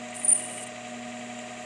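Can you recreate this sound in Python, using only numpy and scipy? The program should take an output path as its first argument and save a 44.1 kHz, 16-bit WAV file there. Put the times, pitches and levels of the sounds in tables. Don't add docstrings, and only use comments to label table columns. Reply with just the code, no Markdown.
import sys
import numpy as np
from scipy import signal
from scipy.fft import rfft, irfft, next_fast_len
from scipy.io import wavfile
from scipy.ndimage import map_coordinates

SR = 44100
rng = np.random.default_rng(int(sys.argv[2]) if len(sys.argv) > 2 else 0)


def master(y):
    cut = np.clip(np.atleast_2d(y).T, -1, 1)
    pcm = np.round(cut * 32767)
    wavfile.write(sys.argv[1], SR, pcm.astype(np.int16))


N = 72765
SHAFT_HZ = 11.069


def amp(db):
    return 10 ** (np.asarray(db) / 20)


def unit(x):
    return x / np.sqrt(np.mean(x ** 2) + 1e-20)


def clock():
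    return np.arange(N) / SR


def wobble(rate):
    values = rng.standard_normal(int(N * rate / SR) + 4)
    return map_coordinates(values, [clock() * rate], mode="nearest")


def filtered(x, gain_at):
    size = next_fast_len(N + 8192)
    return irfft(rfft(x, size) * gain_at(np.fft.rfftfreq(size, 1 / SR)), size)[:N]


def coloured(x, points):
    pitches, levels = np.transpose(points)

    def gain_at(hz):
        return amp(np.interp(np.log(hz + 1), np.log(pitches + 1), levels, left=-120, right=-120))
    return unit(filtered(x, gain_at))


def ringing(hz, width_hz):
    return unit(filtered(rng.standard_normal(N), lambda f: 1 / (1 + ((f - hz) / width_hz) ** 2)))


def tone(hz):
    return np.sqrt(2) * np.sin(2 * np.pi * (np.cumsum(hz * np.ones(N)) / SR + rng.random()))


def gate(start_s, end_s, rise_s, fall_s):
    return (1 + np.tanh((clock() - start_s) / rise_s)) * (1 - np.tanh((clock() - end_s) / fall_s)) / 4


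def motor_hum():
    # time_s, level_db
    swells = [(0.0, -42), (0.032, -42), (0.118, -47), (0.822, -49), (0.95, -41.5), (1.382, -42.5),
              (1.492, -47.5), (1.616, -46.5), (1.65, -49)]
    # pitch_hz, level_db
    steady_tones = [(120, -57.5), (203.6, -62)]
    drone = amp(np.interp(clock(), *np.transpose(swells))) * tone(240)
    return drone + sum(amp(db) * tone(hz) for hz, db in steady_tones)


def gear_whine():
    # pitch_hz, level_db
    tooth_tones = [(597.4, -62.5), (608.5, -76.5), (613.6, -65), (619.5, -47.5), (641.7, -60), (652.6, -59),
                   (675.7, -59), (720.2, -53), (733.6, -47.5), (762.7, -66.5), (791.7, -66.5), (973.7, -68)]
    # place_turns, width_turns, cycles_per_turn, relative_db
    gear_rings = [(.47, .06, 180, 0), (.93, .04, 180, -2.5), (.59, .035, 186, -4), (.93, .06, 170, -3.5),
                  (.24, .04, 168, -4.5), (.54, .045, 170, -6), (.66, .08, 111, -7), (.2, .035, 109, -8)]
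    flutter_db, rings_db = 1.17, -48
    speed = 1 + 0.00064 * wobble(11.5)
    whine = sum(amp(db + flutter_db * wobble(29.5)) * tone(hz * speed) for hz, db in tooth_tones)
    for place, width, cycles, db in gear_rings:
        turns_away = (clock() * SHAFT_HZ - place + .5) % 1 - .5
        swell = np.exp(-.5 * (turns_away / width) ** 2)
        whine += amp(rings_db + db + wobble(5.9)) * swell * tone(cycles * SHAFT_HZ * speed)
    whistle = amp(-59.5) * ringing(2817, width_hz=9.9)
    return whine + whistle


def tooth_scrape(repeat_share=.75):
    repeating = np.resize(rng.standard_normal(round(SR / SHAFT_HZ)), N)
    return np.sqrt(repeat_share) * repeating + np.sqrt(1 - repeat_share) * rng.standard_normal(N)


def gear_rattle():
    # place_turns, decay_turns, level_db
    tight_spots = [(.06, 0.029, -44), (0.376, 0.099, -40), (0.602, 0.16, -50.5), (0.921, 0.094, -46)]
    # pitch_hz, relative_db
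    scrape_colour = [(700, -10), (800, -4.5), (880, -9.5), (1020, -3), (1230, -1), (1310, -7.5), (1500, -6),
                     (1750, -3.5), (1860, 0.5), (2150, -1.5), (2600, -2), (2830, -5.5), (3100, -4.5),
                     (3600, -11), (3920, -6), (4300, -17), (6000, -22.5)]
    # pitch_hz, relative_db
    clack_colour = [(1200, -9), (1900, -13.5), (2300, 1.5), (2850, -5), (3300, -8.5), (3600, -16.5),
                    (3900, -6.5), (4400, -38.5), (6000, -22)]
    rise_turns = 0.0092
    clacks = np.zeros(N)
    for place, decay, db in tight_spots:
        turns_since = (clock() * SHAFT_HZ - place) % 1
        clacks += amp(db) * (1 - np.exp(-turns_since / rise_turns)) * np.exp(-turns_since / decay)
    scrape = amp(-47) * coloured(tooth_scrape(), scrape_colour)
    return scrape + clacks * coloured(tooth_scrape(), clack_colour)


def housing_and_bearings():
    # pitch_hz, relative_db
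    housing_colour = [(15, -44), (25, -25.5), (70, -15), (100, -18), (165, -10), (260, -11), (350, -9.5),
                      (470, -4.5), (540, -11.5), (620, -7), (740, -17), (860, -16.5), (1000, -17.5),
                      (1300, -28)]
    # pitch_hz, relative_db
    bearing_colour = [(2650, -22), (4500, -12), (4800, -7), (5280, -13.5), (5800, -7), (6330, -7),
                      (6530, -3.5), (6960, 0), (7450, 0.5), (10500, -21), (13300, -44.5)]
    rush = amp(-52) * coloured(rng.standard_normal(N), housing_colour)
    hiss = amp(-51 + 0.56 * wobble(40.2)) * coloured(rng.standard_normal(N), bearing_colour)
    return rush + hiss


def light_touches(touch_s=0.0023):
    # time_s, pitch_hz, width_hz, level_db
    touches = [(.088, 6550, 500, -45), (.11, 8150, 200, -46), (.143, 8500, 200, -44),
               (0.172, 8100, 250, -40), (.672, 8700, 250, -43), (.885, 9200, 700, -57),
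               (1.39, 7400, 450, -44), (1.628, 10000, 700, -59)]
    return sum(amp(db) * np.exp(-.5 * ((clock() - time_s) / touch_s) ** 2) * ringing(hz, width)
               for time_s, hz, width, db in touches)


def chip_tearing(snaps_per_s=70, decay_s=0.00058, snap_db=12):
    snaps = (rng.random(N) < snaps_per_s / SR) * rng.uniform(.3, 1, N)
    return 1 + amp(snap_db) * signal.lfilter([1], [1, -np.exp(-1 / (decay_s * SR))], snaps)


def cutting():
    # start_s, end_s, level_db
    cuts = [(0.146, 0.171, -41.5), (0.177, 0.268, -45), (0.274, 0.326, -37.5), (0.34, 0.645, -43),
            (0.665, 0.678, -41.5)]
    # pitch_hz, relative_db
    chip_colour = [(4000, -24), (6000, -20.5), (6800, -12), (7600, -3.5), (8200, -4.5), (8750, 3.5),
                   (9100, -5), (9550, -5), (9800, -11), (10600, -16.5), (12400, -26.5), (13300, -47)]
    # start_s, end_s, pitch_hz, width_hz, relative_db (against the hiss)
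    tool_rings = [(0.525, 0.66, 8760, 74, -4.5), (.14, 0.83, 9520, 60, -6)]
    rise_s, fall_s, rough_db = 0.0035, 0.005, 1.5
    contact = sum(amp(db) * gate(start, end, rise_s, fall_s) for start, end, db in cuts)
    tearing = rng.standard_normal(N) * chip_tearing()
    roughness = amp(rough_db * wobble(500) + wobble(70.8))
    hiss = coloured(tearing * roughness, chip_colour)
    ring = sum(amp(db) * gate(start, end, rise_s, fall_s) * ringing(hz, width)
               for start, end, hz, width, db in tool_rings)
    return contact * (hiss + ring * amp(1.7 * wobble(119)))


def carriage_rumble(fade_s=0.051):
    # pitch_hz, relative_db
    rumble_colour = [(100, -12), (200, -2), (310, 0), (450, -1), (620, 0.5), (1000, -13)]
    # start_s, end_s, pitch_hz, width_hz, level_db
    post_rings = [(0.34, 0.63, 2900, 47, -51.5), (.27, 0.59, 320, 43, -57.5)]
    load = gate(0.19, 0.666, fade_s, fade_s)
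    rumble = amp(-51.5) * load * coloured(rng.standard_normal(N), rumble_colour)
    return rumble + sum(amp(db) * gate(start, end, fade_s, fade_s) * ringing(hz, width)
                        for start, end, hz, width, db in post_rings)


def tool_squeals():
    # time_s, pitch_hz
    pitch_curve = [(.2, 9430), (.243, 9440), (.254, 9330), (.28, 9340), (.29, 9230), (.335, 9205),
                   (.356, 9325), (.4, 9355), (.47, 9310)]
    # start_s, end_s, level_db, roughness (0 to 1)
    bursts = [(0.192, 0.203, -36.5, 0.5), (.232, 0.24, -33.5, 0.3), (0.2471, .252, -18, 0.2),
              (0.253, 0.258, -24, 0.3), (0.26, 0.28, -36.5, 0.34), (0.282, 0.2868, -15, 0.2),
              (.290, 0.297, -14, .1), (0.298, 0.31, -19.5, 0.2), (.315, .319, -14, 0.2),
              (.3215, 0.334, -14, 0.14), (0.341, 0.349, -28, 0.42), (0.35, .368, -25, 0.42),
              (0.372, 0.409, -34.5, 0.5), (0.414, .467, -39.5, 0.5)]
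    jitter_hz, flutter_db = 27.8, 0.7
    pitch = np.interp(clock(), *np.transpose(pitch_curve))
    pure = tone(pitch + jitter_hz * wobble(302.4))
    ragged = ringing(pitch.mean(), width_hz=197)
    chip_scrape = amp(-17) * ringing(9080, width_hz=330)
    squeals = np.zeros(N)
    for start, end, db, roughness in bursts:
        voice = np.sqrt(1 - roughness ** 2) * pure + roughness * ragged + chip_scrape
        squeals += amp(db) * gate(start, end, rise_s=0.0015, fall_s=0.0027) * voice
    return squeals * amp(flutter_db * wobble(247.8))


def scene():
    lathe = motor_hum() + gear_whine() + gear_rattle() + housing_and_bearings()
    cut = cutting() + light_touches() + carriage_rumble() + tool_squeals()
    return (lathe + cut)[None]


def record(dry):
    top_hz = 13300
    return np.array([filtered(channel, lambda hz: hz < top_hz) for channel in dry])


dry = scene()
out = record(dry)
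master(out)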